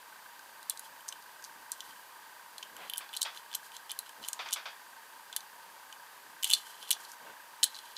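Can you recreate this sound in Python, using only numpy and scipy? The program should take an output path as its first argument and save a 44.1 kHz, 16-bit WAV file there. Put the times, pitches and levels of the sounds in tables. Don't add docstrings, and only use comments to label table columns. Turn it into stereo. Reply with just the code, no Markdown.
import sys
import numpy as np
from scipy import signal
from scipy.fft import rfft, irfft, next_fast_len
from scipy.io import wavfile
from scipy.ndimage import map_coordinates

SR = 44100
rng = np.random.default_rng(int(sys.argv[2]) if len(sys.argv) > 2 else 0)


def makeup_ratio(level_db):
    decades = np.asarray(level_db, float) / 20
    return 10 ** decades


def master_out(mix):
    frames = np.transpose(np.atleast_2d(mix))
    ceiling = np.clip(frames, -1, 1)
    pcm = np.round(ceiling * 32767).astype(np.int16)
    wavfile.write(sys.argv[1], SR, pcm)


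N = 351477

# centre_hz, width_hz, level_db
BODY_MODES = [(2530, 64, -12), (3090, 206, 7), (3441, 160, 1.5), (4045, 186, 4), (4278, 156, -2),
              (4680, 116, -5), (5640, 107, -10), (6160, 155, -2.5), (6680, 244, -1.5), (6900, 360, -3.5),
              (7680, 320, -1), (8110, 230, -3.5), (8620, 470, -3.5), (9070, 250, -3), (10240, 640, 3),
              (11330, 430, 3.5), (12920, 230, -2.5), (13800, 720, -32)]


def unit(x):
    return x / np.sqrt(np.mean(x ** 2) + 1e-20)


def along(points, hz):
    point_hz, value = np.transpose(points)
    return np.interp(np.log(hz + 1), np.log(point_hz + 1), value)


def wobble(rate):
    knots = rng.standard_normal(int(N * rate / SR) + 4)
    return map_coordinates(knots, [np.arange(N) * rate / SR])


def filtered(x, response):
    size = next_fast_len(x.shape[-1] + 4096)
    spectrum = rfft(x, size) * response(np.fft.rfftfreq(size, 1 / SR))
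    return irfft(spectrum, size)[..., :x.shape[-1]]


def resonant(modes):
    def response(f):
        total = 0
        for k, (centre, width, db) in enumerate(modes):
            resonance = 1j * f * width / (centre * centre - f * f + 1j * f * width)
            total = total + (-1) ** k * makeup_ratio(db) * resonance
        return total
    return response


def coloured(points):
    return lambda hz: makeup_ratio(along(points, hz))


def rush(response, alike=None):
    # pitch_hz, correlation (1 = identical)
    usual_alike = [(60, 0.46), (110, 0.4), (200, 0.87), (380, 0.03), (700, 0.25), (1290, 0.23),
                   (2380, 0.12), (4400, 0.47), (8120, 0.79), (15000, 1)]

    def mid_side(hz):
        turn = np.arccos(np.clip(along(alike or usual_alike, hz), -1, 1)) / 2
        return response(hz) * [np.cos(turn), np.sin(turn)]
    mid, side = filtered(rng.standard_normal((2, N)), mid_side)
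    return unit(np.array([mid + side, mid - side]))


def add(track, s, sound):
    part = track[..., round(s * SR):][..., :sound.shape[-1]]
    part += sound[..., :part.shape[-1]]


def camera():
    # centre_hz, width_hz, level_db
    whirr_modes = [(887, 114, -8.5), (960, 84, -2.5), (1058, 70, -5.5), (1231, 157, -9), (1536, 29, -4),
                   (1605, 74, -10), (1859, 98, -9.5), (3090, 170, -21.5), (4710, 220, -18)]
    # centre_hz, width_hz, level_db
    tick_modes = [(914, 310, -3.5), (1536, 95, 1.5), (1615, 130, 0.5), (1990, 250, -10)]
    # pitch_hz, relative_level_db
    hiss_spectrum = [(15, -69), (25, -39), (163, -24), (296, -19), (470, -14), (746, -11), (926, 0),
                     (1390, -20.5), (1550, -13), (2750, -14), (3150, -16), (5410, -20.5), (12200, -21),
                     (15200, -20), (16500, -43)]
    # pitch_hz, left_over_right_db
    stereo_lean = [(60, 0.5), (130, -0.5), (290, 1.0), (640, 0), (1410, 1.5), (3100, -2.5), (6820, 1),
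                   (15000, -2)]
    frame_hz, first_tick_s, tick_width_s, uneven_db = 29.97, .0255, .0036, 1.5
    whirr_db, ticks_db, hiss_db = -57, -60.5, -54.5
    whine_hz, whine_db, whine_fade_from_s, whine_fade_db_per_s = 12000, -75, 3.2, 25
    t = np.arange(N) / SR

    whirr = makeup_ratio(whirr_db + 0.6 * wobble(11)) * rush(resonant(whirr_modes))

    since_first = t - first_tick_s
    from_tick = (since_first * frame_hz + .5) % 1 / frame_hz - .5 / frame_hz
    strengths = makeup_ratio(uneven_db * rng.standard_normal(round(N / SR * frame_hz) + 2))
    strength = strengths[np.round(since_first * frame_hz).astype(int) + 1]
    step = strength * np.exp(-(from_tick / tick_width_s) ** 2)
    teeth = np.sin(2 * np.pi * 1590 * from_tick + 2.37 * wobble(150))
    chatter = rng.standard_normal((3, N))
    mesh = .45 * teeth + chatter[0] + 1.12 * chatter[1:]
    ticks = makeup_ratio(ticks_db) * unit(filtered(step * mesh, resonant(tick_modes)))

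    fade_db = whine_fade_db_per_s * np.maximum(t - whine_fade_from_s, 0)
    whine_level = np.sqrt(2) * makeup_ratio(whine_db - fade_db + 1.5 * wobble(4))
    whine = whine_level * np.sin(2 * np.pi * whine_hz * t)

    hiss = makeup_ratio(hiss_db) * rush(coloured(hiss_spectrum))
    sides = np.array([[1], [-1]])
    leaning = filtered(whirr + ticks + hiss, lambda f: makeup_ratio(along(stereo_lean, f) / 2 * sides))
    return leaning + whine


def tail(count):
    # pitch_hz, t60_s
    room_decay = [(500, 0.35), (3000, 0.18), (12000, 0.086)]
    hz, t, z = signal.stft(rng.standard_normal((2, count)), SR, nperseg=256)
    decay = makeup_ratio(-60 * t / along(room_decay, hz)[:, None])
    answer = signal.istft(z * decay, SR, nperseg=256)[1]
    return answer / np.linalg.norm(answer[0])


def car():
    # start_s, shell_ring_db, shell_ring_pitch_hz, tick_db, tick_pitch_hz
    contacts = [(0.3929, -61, 4600, -59, 6800), (0.6289, -54.5, 4520, -54, 9000),
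                (0.6976, -41, 4580, -28, 8900), (0.7055, -41.5, 3530, -52, 6700),
                (0.7739, -49.5, 4680, -49, 7900), (0.7942, -54, 4660, -41, 10700),
                (1.0071, -55.5, 3120, -59, 10100), (1.0818, -57, 3460, -44, 6800),
                (1.085, -60, 3810, -45, 6400), (1.0883, -63, 4410, -36.5, 6650),
                (1.1248, -42.5, 3350, -47, 7300), (1.2239, -60, 4500, -59, 8600),
                (1.4244, -63, 3960, -55, 6600), (1.4407, -58, 3750, -45, 6400),
                (1.4477, -63, 4980, -48, 5900), (1.7178, -49, 3940, -33, 8200),
                (1.7221, -58, 4470, -47, 6000), (1.7286, -62, 4270, -52, 6100),
                (1.8053, -42, 3470, -45.5, 6400), (1.9086, -55, 3280, -61, 6700),
                (2.5815, -44, 3880, -47, 8200), (2.6274, -42.5, 3150, -53, 8200),
                (2.63, -42, 3170, -51, 6400), (2.7663, -51.5, 3120, -50, 8300),
                (2.898, -38, 3370, -38.5, 11100), (2.936, -35.5, 3080, -40.5, 10900),
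                (2.9596, -46, 2930, -51, 9800), (2.973, -59, 3570, -42, 7100),
                (2.9798, -44, 3270, -31.5, 10100), (2.9894, -48, 3340, -56, 9500),
                (3.0913, -52, 3450, -60, 8100), (3.1306, -46, 3130, -54, 9500),
                (3.1374, -44, 3170, -49, 9700), (3.1414, -41.5, 3190, -61, 7100),
                (3.1506, -49, 3210, -52, 6200), (3.166, -40, 3750, -38, 9300),
                (3.1705, -38, 4140, -39, 7300), (3.2115, -48, 4060, -51, 7900),
                (3.2152, -44, 3940, -39, 9000), (3.2173, -31, 3790, -31, 7700),
                (3.2288, -36, 4470, -30.5, 7900), (3.3481, -55, 3340, -58, 7000),
                (3.3732, -44.5, 3280, -57, 6700), (3.5146, -49, 3300, -61, 7600),
                (3.5291, -46, 3350, -54, 9100), (3.539, -44, 3280, -49, 6600),
                (3.548, -39, 3400, -40, 8100), (3.5517, -42, 3520, -31.5, 8800),
                (3.7188, -53, 3110, -59, 8000), (3.7661, -48, 3800, -46.5, 7400),
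                (3.895, -47, 3210, -51, 7600), (3.8996, -42.5, 3130, -52, 10700),
                (3.9074, -42.5, 3660, -46, 6400), (3.916, -40.5, 3050, -37, 9150),
                (3.9897, -40, 4120, -33.5, 9800), (4.093, -52, 2930, -51, 7300),
                (4.2291, -51, 3420, -57, 6200), (4.239, -43, 3340, -61, 6100),
                (4.2475, -45, 3310, -50, 6000), (4.279, -55, 4140, -48, 8300),
                (4.2853, -42, 3440, -33.5, 8000), (4.331, -47, 3360, -34, 6660),
                (4.4877, -45, 3260, -49, 6100), (4.5085, -50, 3770, -47, 7800),
                (4.5202, -47, 3300, -48, 7500), (4.5267, -36.5, 3210, -38, 7200),
                (4.5303, -39, 3740, -30, 7340), (4.5367, -39, 3450, -30.5, 8500),
                (4.543, -44, 3680, -43, 5900), (5.3273, -43, 3240, -50, 8100),
                (5.3364, -50, 3200, -62, 6800), (5.3636, -36.5, 3620, -30, 9400),
                (5.3675, -44, 4070, -44, 7700), (5.4058, -52, 3870, -54, 6300),
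                (5.9263, -47.5, 3060, -52.5, 7400), (6.4273, -44, 3790, -43, 7700),
                (6.4324, -33, 3090, -34, 8600), (6.4437, -29, 3460, -28, 8000),
                (6.4518, -37, 3730, -41, 7900), (6.4696, -47, 3110, -55, 7100),
                (6.4753, -52, 3750, -41, 9000), (6.4786, -50, 3280, -56, 6500),
                (6.491, -50, 3100, -46, 7400), (6.4976, -38, 3110, -40, 8300),
                (6.502, -32, 3160, -31, 8300), (6.5115, -29, 3400, -34, 8200),
                (6.5182, -31, 3200, -40, 8000), (6.5284, -34, 3140, -34, 8300),
                (6.5348, -19.5, 4090, -26, 8560), (6.5385, -31, 3870, -29.5, 8400),
                (6.549, -36, 3860, -37, 8000), (6.8275, -47, 3170, -52, 8100),
                (6.8515, -53, 3140, -60, 8900), (6.8753, -50, 3190, -69, 9500),
                (6.892, -48, 3960, -50, 8400), (6.9065, -29, 3760, -26, 8800),
                (6.9107, -30.5, 3300, -38, 9500), (6.9128, -29, 3510, -24.5, 9050),
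                (6.9222, -42, 3810, -45, 6100), (6.9284, -37.5, 4070, -35, 6300),
                (7.0496, -49.5, 4170, -63, 8800), (7.1174, -61, 4860, -49, 6600),
                (7.63, -27.5, 3230, -29.5, 7300), (7.633, -22.5, 4170, -26.5, 6900),
                (7.6402, -32, 3940, -22, 8700), (7.7449, -47, 4130, -57, 5600),
                (7.753, -48, 4270, -62, 5700), (7.7652, -45, 4200, -62, 6900),
                (7.7885, -45.5, 4190, -56, 7300), (7.8555, -57, 3250, -61, 7000),
                (7.9665, -41, 4060, -55, 6900)]
    shell_fall_db, tick_fall_db = (86, 40, 16), (62, 20, 10.5)
    shell_crack, tick_crack = 5.1, 6.0
    ring_t60_s, ring_grows_s_per_db, usual_ring_db = .025, .0003, -42.5
    attack_s, grip_detune, mode_scatter_db = .0004, .013, 3.5
    level_samples = round(.005 * SR)

    out, t = np.zeros((2, N)), np.arange(SR // 12) / SR
    hz, width, level = np.transpose(BODY_MODES)
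    for s, shell_db, shell_hz, tick_db, tick_hz in contacts:
        t60 = np.clip(ring_t60_s + ring_grows_s_per_db * (shell_db - usual_ring_db), .004, .12)
        draw = rng.standard_normal((3, len(hz), 1))
        life = t60 * np.clip(110 / width, .3, 2)[:, None]
        decay = makeup_ratio(level[:, None] + mode_scatter_db * draw[0] - 60 * t / life)
        ring = decay * np.sin(2 * np.pi * hz[:, None] * (1 + grip_detune * draw[1]) * t)
        burst_decay = makeup_ratio(-60 * t / 0.003) + 0.11 * makeup_ratio(-60 * t / t60)
        burst = burst_decay * rng.standard_normal(len(t))

        hit = np.zeros(len(t))
        for db, pitch_hz, fall_db, crack in ((shell_db, shell_hz, shell_fall_db, shell_crack),
                                             (tick_db, tick_hz, tick_fall_db, tick_crack)):
            modes_db, below_db, above_db = fall_db
            away = lambda f: np.log2((f + 1) / pitch_hz) ** 2
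            near = lambda f: makeup_ratio(-np.where(f < pitch_hz, below_db, above_db) * away(f))
            modes = makeup_ratio(-modes_db * away(hz)) @ ring
            part = (modes + crack * filtered(burst, near)) * (1 - np.exp(-t / attack_s))
            hit += makeup_ratio(db) * part / part[:level_samples].std()

        sides = np.array([[1], [-1]])
        shared, opposed = tail(count=SR // 5)
        answer = shared + 0.5 * opposed * sides
        add(out, s, makeup_ratio(.5 * draw[2, 0] * sides) * hit)
        add(out, s + .003, makeup_ratio(-12.5) * signal.fftconvolve(hit[None], answer, axes=1))
    return out


def strokes(rows):
    out = np.zeros((len(rows[0]) - 2, 1, N))
    for s, length, *db in rows:
        swell = np.sqrt(np.hanning(round(length * SR)))
        add(out, s, makeup_ratio(np.array(db))[:, None, None] * swell)
    return out


def rubbing():
    # start_s, length_s, rustle_db, rumble_db
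    shifts = [(.78, 0.23, -69, -75.5), (1.44, 0.23, -78, -68.5), (1.86, .14, -78, -68),
              (2.52, 0.26, -70, -78), (2.7, 0.21, -64.5, -68), (3.5, 0.11, -76, -74),
              (4.14, 0.13, -63, -72), (4.36, .14, -75, -78), (5.45, 0.38, -72, -76.5),
              (6.22, .16, -66, -72), (7.2, 0.16, -54, -75)]
    # start_s, length_s, body_ring_db, fine_hiss_db
    skin_drags = [(.818, .064, -61, -61), (1.423, 0.056, -71, -62), (1.698, .37, -66, -63.5),
                  (2.75, 0.17, -60, -76), (2.972, .06, -61, -72), (3.12, .083, -59, -60),
                  (3.326, .09, -59, -60.5), (3.49, .044, -60, -62), (3.62, .067, -64, -57.5),
                  (3.72, 0.07, -55, -64), (4.05, 0.043, -56, -64), (4.212, .068, -58, -56.5),
                  (6.428, .2, -49, -49.5), (6.58, .22, -60, -59.5), (6.767, .16, -54.5, -58),
                  (6.93, .17, -67, -60), (7.08, 0.073, -62, -54), (7.66, .15, -60, -62),
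                  (7.74, 0.31, -62, -65)]
    # start_s, length_s, level_db
    palm_scuffs = [(2.75, .15, -50.5), (4.212, 0.064, -59), (6.428, .2, -64), (6.58, 0.39, -68),
                   (6.93, 0.16, -63), (7.22, 0.14, -56.5)]
    # pitch_hz, relative_level_db
    rustle_spectrum = [(80, -30), (190, -4), (330, -5), (450, 5), (720, 3.5), (1000, -23), (1500, -40)]
    # pitch_hz, relative_level_db
    rumble_spectrum = [(20, -20), (60, -13), (120, -9.5), (230, -1.5), (320, -1), (450, -29)]
    # pitch_hz, relative_level_db
    scuff_spectrum = [(150, -33), (400, -11), (800, -3.5), (1400, -6.5), (3200, -10), (5000, -24),
                      (9000, -45)]
    # pitch_hz, relative_level_db
    fine_spectrum = [(2000, -33), (4500, 1.5), (8000, 0), (13500, -1.5), (16000, -23)]

    rustle = makeup_ratio(2.8 * wobble(25)) * rush(coloured(rustle_spectrum))
    rumble = makeup_ratio(3.7 * wobble(15)) * rush(coloured(rumble_spectrum))
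    cloth = (strokes(shifts) * [rustle, rumble]).sum(0)

    stirred = coloured([(1500, -10), (3500, 0), (6000, -8), (14000, -12)])
    body = lambda hz: resonant(BODY_MODES)(hz) * stirred(hz)
    grain = makeup_ratio(3.1 * wobble(60) + 1.4 * wobble(400))
    body_ring = grain * rush(body, [(3000, 0.97)])
    fine_hiss = grain * rush(coloured(fine_spectrum), [(8000, 0.93)])
    skin = (strokes(skin_drags) * [body_ring, fine_hiss]).sum(0)

    palm = strokes(palm_scuffs)[0] * rush(coloured(scuff_spectrum), [(1000, 0.97)])
    return cloth + skin + palm


def knocks():
    # start_s, strength_db
    far_knocks = [(3.006, -41.5), (3.249, -35), (4.391, -35), (4.458, -38.5), (4.559, -36.5), (4.655, -37)]
    # pitch_hz, relative_level_db
    low_spectrum = [(180, -64), (300, -25), (548, -6.5), (1390, 0.5), (2090, -3.5), (2310, -2), (2500, 1.5),
                    (3250, -23), (5500, -120)]
    # pitch_hz, relative_level_db
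    high_spectrum = [(1180, -45), (2000, -28), (3370, 1.5), (4180, -11), (4590, -4), (5300, -11.5),
                     (6200, -16), (11700, -50), (19800, -120)]
    t60_s, attack_s = .25, .0012
    usual_treble_db, treble_grows, usual_knock_db = -3, .6, -37

    out, t = np.zeros((2, N)), np.arange(SR // 3) / SR
    for s, db in far_knocks:
        treble_db = usual_treble_db + treble_grows * (db - usual_knock_db)
        shared = rng.standard_normal((2, len(t)))
        own = rng.standard_normal((2, 2, len(t)))
        low = unit(filtered(shared[0] + 0.71 * own[0], coloured(low_spectrum)))
        high = unit(filtered(shared[1] + 0.32 * own[1], coloured(high_spectrum)))
        fade = makeup_ratio(db - 3.5 - 60 * t / t60_s) * (1 - np.exp(-t / attack_s))
        add(out, s, fade * (low + makeup_ratio(treble_db) * high))
    return out


def base_plate():
    # start_s, peak_db
    base_thuds = [(5.363, -36.5), (6.535, -44), (6.907, -42), (7.632, -34.5), (7.641, -35)]
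    # centre_hz, width_hz, level_db
    base_modes = [(1180, 250, -8), (1710, 180, 9), (1960, 210, -5), (2450, 110, -2)]
    out, t = np.zeros(N), np.arange(SR // 30) / SR
    for s, db in base_thuds:
        burst = makeup_ratio(-60 * t / 0.01) * rng.standard_normal(len(t))
        thud = filtered(burst, resonant(base_modes))
        add(out, s, makeup_ratio(db) * thud / np.abs(thud).max())
    return out


def scene():
    return camera() + car() + rubbing() + knocks() + base_plate()


def low_pass(x):
    return signal.sosfilt(signal.butter(12, 16640, fs=SR, output="sos"), x)


def record(dry):
    # pitch_hz, gain_db
    mic_response = [(100, 0.5), (14000, 1.5), (15600, -6), (16100, -23), (17000, -60)]
    mix = filtered(dry, coloured(mic_response))
    return low_pass(mix)


dry = scene()
out = record(dry)
master_out(out)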